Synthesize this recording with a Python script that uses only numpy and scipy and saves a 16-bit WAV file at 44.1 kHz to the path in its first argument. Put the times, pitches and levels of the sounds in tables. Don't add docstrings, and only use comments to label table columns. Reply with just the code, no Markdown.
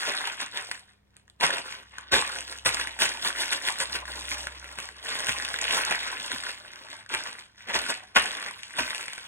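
import sys
import numpy as np
from scipy import signal
from scipy.fft import rfft, irfft, next_fast_len
from scipy.io import wavfile
from scipy.ndimage import uniform_filter1d, map_coordinates

SR = 44100
rng = np.random.default_rng(int(sys.argv[2]) if len(sys.argv) > 2 else 0)


def wrap_up_sound(samples):
    columns = np.atleast_2d(samples).T
    tamed = np.clip(columns, -1, 1)
    steps = np.round(tamed * 32767).astype(np.int16)
    wavfile.write(sys.argv[1], SR, steps)


N = 408807


def amp(db):
    return 10 ** (np.asarray(db) / 20)


def unit(x):
    return x / np.sqrt(np.mean(x ** 2) + 1e-20)


def along(points, hz):
    f, v = np.transpose(points)
    return np.interp(np.log(hz + 1), np.log(f + 1), v)


def curve(rows):
    return np.interp(np.arange(N) / SR, *np.transpose(rows))


def wobble(rate):
    knots = rng.standard_normal(int(N * rate / SR) + 4)
    return map_coordinates(knots, [np.arange(N) * rate / SR])


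def colour(x, spectrum, size=4096):
    log_gain = np.log(amp(along(spectrum, np.fft.rfftfreq(size, 1 / SR))))
    cepstrum = irfft(log_gain)
    cepstrum[1:size // 2] *= 2
    cepstrum[size // 2 + 1:] = 0
    impulse = irfft(np.exp(rfft(cepstrum)))
    return signal.oaconvolve(x, impulse)[:len(x)]


def band(x, lo_hz, hi_hz):
    edges = [lo_hz, min(hi_hz, SR / 2 - 1)]
    return signal.sosfiltfilt(signal.butter(2, edges, "band", fs=SR, output="sos"), x)


def swell(t, rise):
    return t / rise * np.exp(1 - t / rise)


def add(track, s, sound):
    room = track[max(round(s * SR), 0):][:len(sound)]
    room += sound[:len(room)]


# (start t/s, end t/s, level/dB, treble/dB, hollow/dB)
GRINDS = [(0.0, 0.076, -31.5, 4.5, 0.5), (0.152, 0.287, -30.5, 1, 0.5), (.58, 0.746, -43, 5.5, 2),
          (1.66, 1.747, -39.5, 2, -2), (1.93, 2.11, -47, -10, -2), (2.2, 2.393, -40.5, 8, 7.5),
          (2.477, 2.562, -45, 9, 5.5), (2.72, 3.95, -43.5, 0.5, 6), (4.082, 4.432, -39.5, 7, 6),
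          (4.518, 4.757, -46.5, 4.5, 7.5), (4.784, 4.86, -42, 4.5, 4.5), (5.057, 5.57, -34.5, 5, 2.5),
          (5.617, 5.965, -29, 1.5, -0.5), (6.01, 6.155, -33.5, 1, 0), (6.201, 6.513, -38.5, 6, 4.5),
          (6.58, 6.992, -47, 1.5, 4.5), (7.203, 7.28, -37.5, 4, 6), (7.586, 7.67, -50, -1.5, -4),
          (7.83, 7.93, -38, 5.5, 3), (8.248, 8.475, -36, 1, 3), (8.54, 8.77, -48.5, 6, -3),
          (8.84, 8.998, -38, 6.5, 4.5), (9.02, 9.28, -43, 2.5, -4)]
GRIND_RISE_DB_PER_S, GRIND_SAG_DB_PER_S, GRIND_FALL_DB_PER_S = 451, 1.5, 183
# (peak t/s, level/dB, treble/dB)
PUSHES = [(0.091, -24.5, -2.5), (0.415, -29, 1.5), (0.571, -28.5, -2.5), (.9, -55, -0.5),
          (1.172, -58.5, -8), (1.532, -26, -3), (2.804, -28.5, 2), (3.263, -23, 4), (3.413, -23.5, 5),
          (3.525, -24, 5), (3.679, -24.5, 7), (3.81, -27, 5.5), (3.945, -27.5, 2), (4.319, -30.5, 7.5),
          (4.985, -42, 0), (5.123, -28, -0.5), (5.718, -21.5, -0.5), (5.789, -24, 0), (5.913, -25, -19),
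          (6.31, -32, -4), (6.465, -30.5, 0), (6.928, -41, 3), (7.275, -36.5, -3), (7.392, -40.5, 2.5),
          (7.902, -27.5, 3.5), (8.77, -34.5, -18)]
PUSH_RISE_DB_PER_S, PUSH_FALL_DB_PER_S = 319, 247
PUSH_HOLLOW_DB = 1
# (t/s, floor thud level/dB, bag slap level/dB, crush level/dB,
#             time for the bag to collapse t/s, treble/dB, hollow/dB)
FOOTFALLS = [(1.43, -54, -31.5, -19, 0.04, 1.5, 5), (2.126, -47, -62, -15, 0.022, 1, 3),
             (2.656, -42, -34.5, -21, 0.016, 5.5, 0), (3.02, -70, -47, -21, 0.042, 5, 0.5),
             (5.282, -47, -61, -29.5, 0.035, 5, -26), (6.323, -55, -55, -41, 0.046, 9, -17),
             (7.134, -64, -50, -29, 0.06, 0.5, 2.5), (7.693, -68, -46, -32.5, 0.038, -5, 8.5),
             (7.751, -58.5, -37.5, -23, 0.039, 0.5, 3.5), (8.161, -51, -26, -19, 0.022, 1, 4.5),
             (8.784, -55, -37, -25, 0.019, -0.5, -2.5)]
PEAK_LAG_S, BURST_DB_PER_S, SETTLE_DB, SETTLE_DB_PER_S = 0.008, 203, -13.5, 56
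REST_DB = -77


def crushing():
    t = np.arange(0, N, 32) / SR
    moves = []
    for start, end, db, treble_db, hollow_db in GRINDS:
        drop_db = np.maximum(GRIND_RISE_DB_PER_S * (start - t), GRIND_SAG_DB_PER_S * (t - start))
        release_db = GRIND_FALL_DB_PER_S * np.maximum(t - end, 0)
        moves.append((amp(db - drop_db - release_db), treble_db, hollow_db))
    for s, db, treble_db in PUSHES:
        drop_db = np.maximum(PUSH_RISE_DB_PER_S * (s - t), PUSH_FALL_DB_PER_S * (t - s))
        moves.append((amp(db - drop_db), treble_db, PUSH_HOLLOW_DB))
    for s, _, _, db, collapse_s, treble_db, hollow_db in FOOTFALLS:
        age = t - s - PEAK_LAG_S
        after = np.maximum(age, 0)
        burst = amp(-BURST_DB_PER_S * after)
        settling = amp(SETTLE_DB - SETTLE_DB_PER_S * after)
        collapse = np.clip(1 + age / collapse_s, 0, 1)
        moves.append((amp(db) * collapse * np.hypot(burst, settling), treble_db, hollow_db))
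    power = amp(REST_DB) ** 2
    for gain, treble_db, hollow_db in moves:
        power = power + np.outer(amp([0, treble_db, hollow_db]), gain) ** 2
    middle, high, low = (curve(np.transpose([t, 10 * np.log10(p)])) for p in power)
    return middle, high - middle, low - middle


# (f/Hz, relative level/dB per Hz)
PACKET = [(120, -20), (250, -10.5), (500, -8), (850, -6), (1100, -1.5), (1900, 1), (2700, -5), (3500, -0.5),
          (5000, -7), (7300, -16.5), (8500, -13), (12500, -22.5)]
WANDER_DB, WANDER_PER_S = 2.5, 22


def fractures(rate, spread_db, focus, even_s, count=18):
    edges = np.geomspace(600, 17500, count + 1) - 500
    chance = rng.random((int(rate * N / SR), 3))
    when = (chance[:, 0] * N).astype(int)
    size = amp(spread_db * np.minimum(-np.log(1 - chance[:, 1]), np.log(60)))
    pitch = chance[:, 2] * (count + 1) - 1
    width = focus * (1 + 4 * (pitch / count) ** 4)
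    out = np.zeros(N)
    for k, (lo, hi) in enumerate(zip(edges, edges[1:])):
        share = np.exp(-((pitch - k) / width) ** 2) / np.sqrt(width)
        kicks = np.bincount(when, size * share * rng.choice([-1, 1], len(when)), N)
        ring = signal.sosfilt(signal.butter(2, [lo, hi], "band", fs=SR, output="sos"), kicks)
        out += unit(ring) * np.sqrt(hi - lo) * amp(WANDER_DB * wobble(WANDER_PER_S))
    out = colour(out, PACKET)
    nearby_power = np.abs(uniform_filter1d(out ** 2, int(even_s * SR)))
    return out / np.sqrt(nearby_power + 1e-12)


def crackle(crush_db, treble_db, hollow_db):
    crunch = fractures(rate=7000, spread_db=0.0, focus=1.89, even_s=0.015)
    pops = band(fractures(rate=620, spread_db=4.5, focus=1.6, even_s=.04), 600, 6000)
    ticks = band(fractures(rate=110, spread_db=5.5, focus=12, even_s=.09), 3800, 13000)
    single = amp(-.5 * np.maximum(crush_db + 27, 0))
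    clumps = amp((1 + 1.2 * single) * wobble(50))
    dense = amp(-5) * clumps * crunch * np.sqrt(2 - single ** 2)
    sparse = single * (amp(-3.5) * pops + amp(-5) * ticks)
    sound = (dense + sparse) * amp(crush_db)
    treble = (amp(treble_db) - 1) * band(sound, 4600, 24000)
    hollow = (amp(hollow_db) - 1) * band(sound, 127, 900)
    return sound + treble + hollow


# (f/Hz, correlation -1 to 1)
ALIKE = [(120, 0.8), (300, 0.002), (1000, -0.026)]


def diffuse(count):
    likeness = np.clip(along(ALIKE, np.fft.rfftfreq(count, 1 / SR)), -1, 1)
    turn = np.arccos(likeness) / 2
    mid, side = rfft(rng.standard_normal((2, count))) * [np.cos(turn), np.sin(turn)]
    return irfft([mid + side, mid - side], count)


# (t/s, rms level/dB)
DRONE = [(1.2, -72), (2.75, -56), (3.7, -66.5), (4.0, -51), (4.5, -51), (5.05, -64), (5.7, -57.5),
         (7.0, -77)]
# (f/Hz, rms level/dB)
HUM = [(100, -72.5), (200, -77)]
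# (f/Hz, relative level/dB per Hz)
AIR = [(20, -11), (100, 0.5), (600, -12.5), (16000, -37)]


def background(drone_hz=66):
    t = np.arange(N) / SR
    phase = 2 * np.pi * np.cumsum(drone_hz * (1 + 0.0101 * wobble(1.6))) / SR
    tone = np.sin(phase) + amp(-17.5) * np.sin(2 * phase)
    drone = amp(curve(DRONE) + wobble(13.0)) * tone
    hum = sum(amp(db) * np.sin(2 * np.pi * hz * t) for hz, db in HUM)
    air = unit(np.array([colour(side, AIR) for side in diffuse(N)]))
    return np.sqrt(2) * (drone + hum) + amp(-69.0) * air


STRAY_PER_S, STRAY_DB, STRAY_CAP_DB = 13, 7.5, -25


def strays(crush_db):
    moment, weakness, smallness = rng.random((int(STRAY_PER_S * N / SR), 3)).T
    when = (moment * N).astype(int)
    ceiling_db = np.minimum(crush_db[when] + STRAY_DB, STRAY_CAP_DB)
    db = ceiling_db - 4 * (weakness + smallness)
    return np.transpose([when / SR, db, 1400 * 3.5 ** smallness])


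# (t/s, level/dB before an 11 dB cut to rms, pitch f/Hz)
SNAPS = [(0.7142, -20.5, 2100), (1.1671, -43, 3750), (1.2792, -49, 1750), (1.2994, -45, 3500),
         (1.4103, -22, 2150), (1.5069, -20, 1700), (1.5827, -24, 2450), (1.7249, -29, 2150),
         (1.9838, -26, 1600), (2.1405, -11, 2000), (2.3618, -28, 1500), (2.3868, -27, 2700),
         (2.4075, -28, 4300), (2.4791, -32, 2750), (2.5262, -30, 2200), (2.5866, -33, 4050),
         (2.7451, -19, 6800), (2.7698, -24, 1900), (2.7985, -20.5, 1700), (2.8124, -22, 2600),
         (2.8727, -23, 1950), (2.9906, -25, 1700), (3.0204, -15, 2500), (3.0558, -19, 2700),
         (3.092, -24, 4800), (3.1729, -32, 2800), (3.5312, -17, 3100), (3.6863, -16, 2100),
         (3.8027, -20, 3850), (4.0546, -31, 1650), (4.4703, -22, 1550), (4.6434, -33, 1750),
         (4.7872, -25, 2600), (4.8019, -29, 2750), (4.8885, -31, 1900), (5.2046, -25, 2900),
         (5.2693, -22, 3100), (5.2863, -19, 1900), (5.2938, -16, 2100), (5.3999, -24, 1700),
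         (5.4504, -23.5, 3000), (5.5416, -20, 1550), (5.588, -23.5, 2200), (5.6159, -22, 5800),
         (5.6415, -21.5, 3150), (5.9103, -19, 2300), (5.9487, -22, 1700), (6.0314, -26, 2000),
         (6.3178, -24, 1800), (6.7346, -38, 2050), (6.7588, -37, 2800), (6.8865, -37, 1600),
         (6.9296, -33, 1850), (7.0622, -39, 1650), (7.0923, -37, 3600), (7.1398, -20, 2400),
         (7.1489, -18.5, 1750), (7.3296, -33, 3750), (8.1695, -11.5, 2000), (8.2583, -23, 1650),
         (8.4269, -28, 1700), (8.4626, -27.5, 1800), (8.4874, -29, 2000), (8.6331, -29, 2800),
         (8.7073, -36, 2000), (8.9056, -24, 2050), (8.9478, -24, 2300), (8.9807, -28, 4350),
         (9.0093, -26, 2200), (9.0285, -30, 2250), (9.082, -25.5, 2000), (9.1332, -28, 3400),
         (9.1798, -29.5, 1700)]
POP_CYCLES, CRACK_DB, CRACK_DB_PER_OCT = .8, -9, 11


def snaps(rows):
    out, t = np.zeros(N), np.arange(SR // 50) / SR
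    for s, db, hz in rows:
        grit, crumbs = (unit(colour(rng.standard_normal(len(t)), PACKET)) for _ in range(2))
        gritty_tone = np.sin(2 * np.pi * hz * t) + .5 * grit
        pop = band(swell(t, POP_CYCLES / hz) * gritty_tone, 600, 14000)
        crack = band(swell(t, .00025) * rng.standard_normal(len(t)), 1500, 10000)
        crack_db = CRACK_DB + CRACK_DB_PER_OCT * np.log2(hz / 2000)
        rattle = amp(-10) * unit(swell(t, .0016) * crumbs)
        snap = unit(pop) + amp(crack_db) * unit(crack) + rattle
        add(out, s, amp(db - 11) * unit(snap))
    return out


# (f/Hz, relative level/dB per Hz)
SLAP = [(80, -45), (170, -7), (270, -9.5), (1000, 7), (2700, 3.5), (9000, -22)]
# (f/Hz, relative level/dB per Hz)
THUD = [(20, -12), (50, -12), (65, 10.5), (110, -4), (600, -18.5)]


def footfalls():
    out, t = np.zeros(N), np.arange(SR // 4) / SR
    for s, thud_db, slap_db, *_ in FOOTFALLS:
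        slap = unit(colour(swell(t, 0.0059) * rng.standard_normal(len(t)), SLAP))
        thud = unit(colour(swell(t, 0.011) * rng.standard_normal(len(t)), THUD))
        add(out, s, amp(slap_db) * slap + amp(thud_db) * thud)
    return out


# (t/s, level/dB)
SCUFFS = [(4.02, -40.5), (6.845, -48), (6.928, -47), (8.022, -48)]
SCUFF_HZ, SCUFF_RISE_S = (600, 1250), 0.0066


def scuffs():
    out, t = np.zeros(N), np.arange(SR // 12) / SR
    for s, db in SCUFFS:
        rasp = unit(band(rng.standard_normal(len(t)), *SCUFF_HZ))
        add(out, s, amp(db) * swell(t, SCUFF_RISE_S) * rasp)
    return out


# (t/s, peak level/dB)
SLIPS = [(6.332, -40), (8.804, -35.5)]
SLIP_HZ, SLIP_FALL_OCT_PER_S, SLIP_RISE_S = 333, 35, 0.0062


def slips():
    out, t = np.zeros(N), np.arange(SR // 12) / SR
    phase = 2 * np.pi * np.cumsum(SLIP_HZ * 2 ** (-SLIP_FALL_OCT_PER_S * t)) / SR
    for s, db in SLIPS:
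        add(out, s, amp(db) * swell(t, SLIP_RISE_S) * np.sin(phase))
    return out


# (f/Hz, 60 dB decay time t/s)
HALL = [(100, 0.53), (500, 0.097), (4000, 0.28), (14000, 0.12)]
# (f/Hz, level/dB)
WET = [(100, -12), (650, -1.5), (1600, -8.5), (2800, -3), (4500, -22.5), (9000, -3.5), (14000, -40)]


def hallway(x, count=24):
    out, hop = np.zeros((2, N)), N // count
    for k in range(count + 1):
        hz, t, z = signal.stft(diffuse(SR // 2), SR, nperseg=256)
        t60 = along(HALL, hz)[:, None]
        decay = amp(along(WET, hz)[:, None] - 60 * t / t60)
        fade = decay * np.sqrt(2 * np.log(1000) / (t60 * SR))
        tail = signal.istft(z * fade, SR, nperseg=256)[1]
        span = np.arange(max(k - 1, 0) * hop, min((k + 1) * hop, N))
        piece = x[span] * np.cos(np.pi / 2 * (span / hop - k))
        for side, echo in zip(out, tail):
            add(side, span[0] / SR + .003, signal.fftconvolve(piece, echo))
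    return out


# (f/Hz, phase/rad)
LEAD = [(120, 0), (300, -0.6), (650, 0.95), (800, 1.7), (1100, -2), (1250, -2.5), (1450, -6), (2150, -4.5),
        (2450, -4.5), (2650, -7.5), (2950, -8.5), (4800, -9.5), (8500, -6), (14000, -2.5)]


def scene():
    crush_db, treble_db, hollow_db = crushing()
    feet = crackle(crush_db, treble_db, hollow_db)
    feet = feet + snaps([*SNAPS, *strays(crush_db)]) + footfalls() + scuffs() + slips()
    size = next_fast_len(N + SR // 2)
    hz = np.fft.rfftfreq(size, 1 / SR)
    lead = np.interp(hz, *np.transpose(LEAD))
    door = 1 + amp(-18) * np.exp(-2j * np.pi * hz * .0077)
    out_of_step = np.exp(.5j * np.array([-lead, lead]))
    ports = irfft(rfft(feet, size) * door * out_of_step, size)[:, :N]
    return ports + hallway(feet) + background()


TOP_HZ = 15900


def record(dry):
    soft = dry / (1 + np.abs(dry / .85) ** 4) ** (1 / 4)
    size = next_fast_len(N + SR // 2)
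    kept = np.fft.rfftfreq(size, 1 / SR) < TOP_HZ
    return irfft(rfft(soft, size) * kept, size)[:, :N]


dry = scene()
out = record(dry)
wrap_up_sound(out)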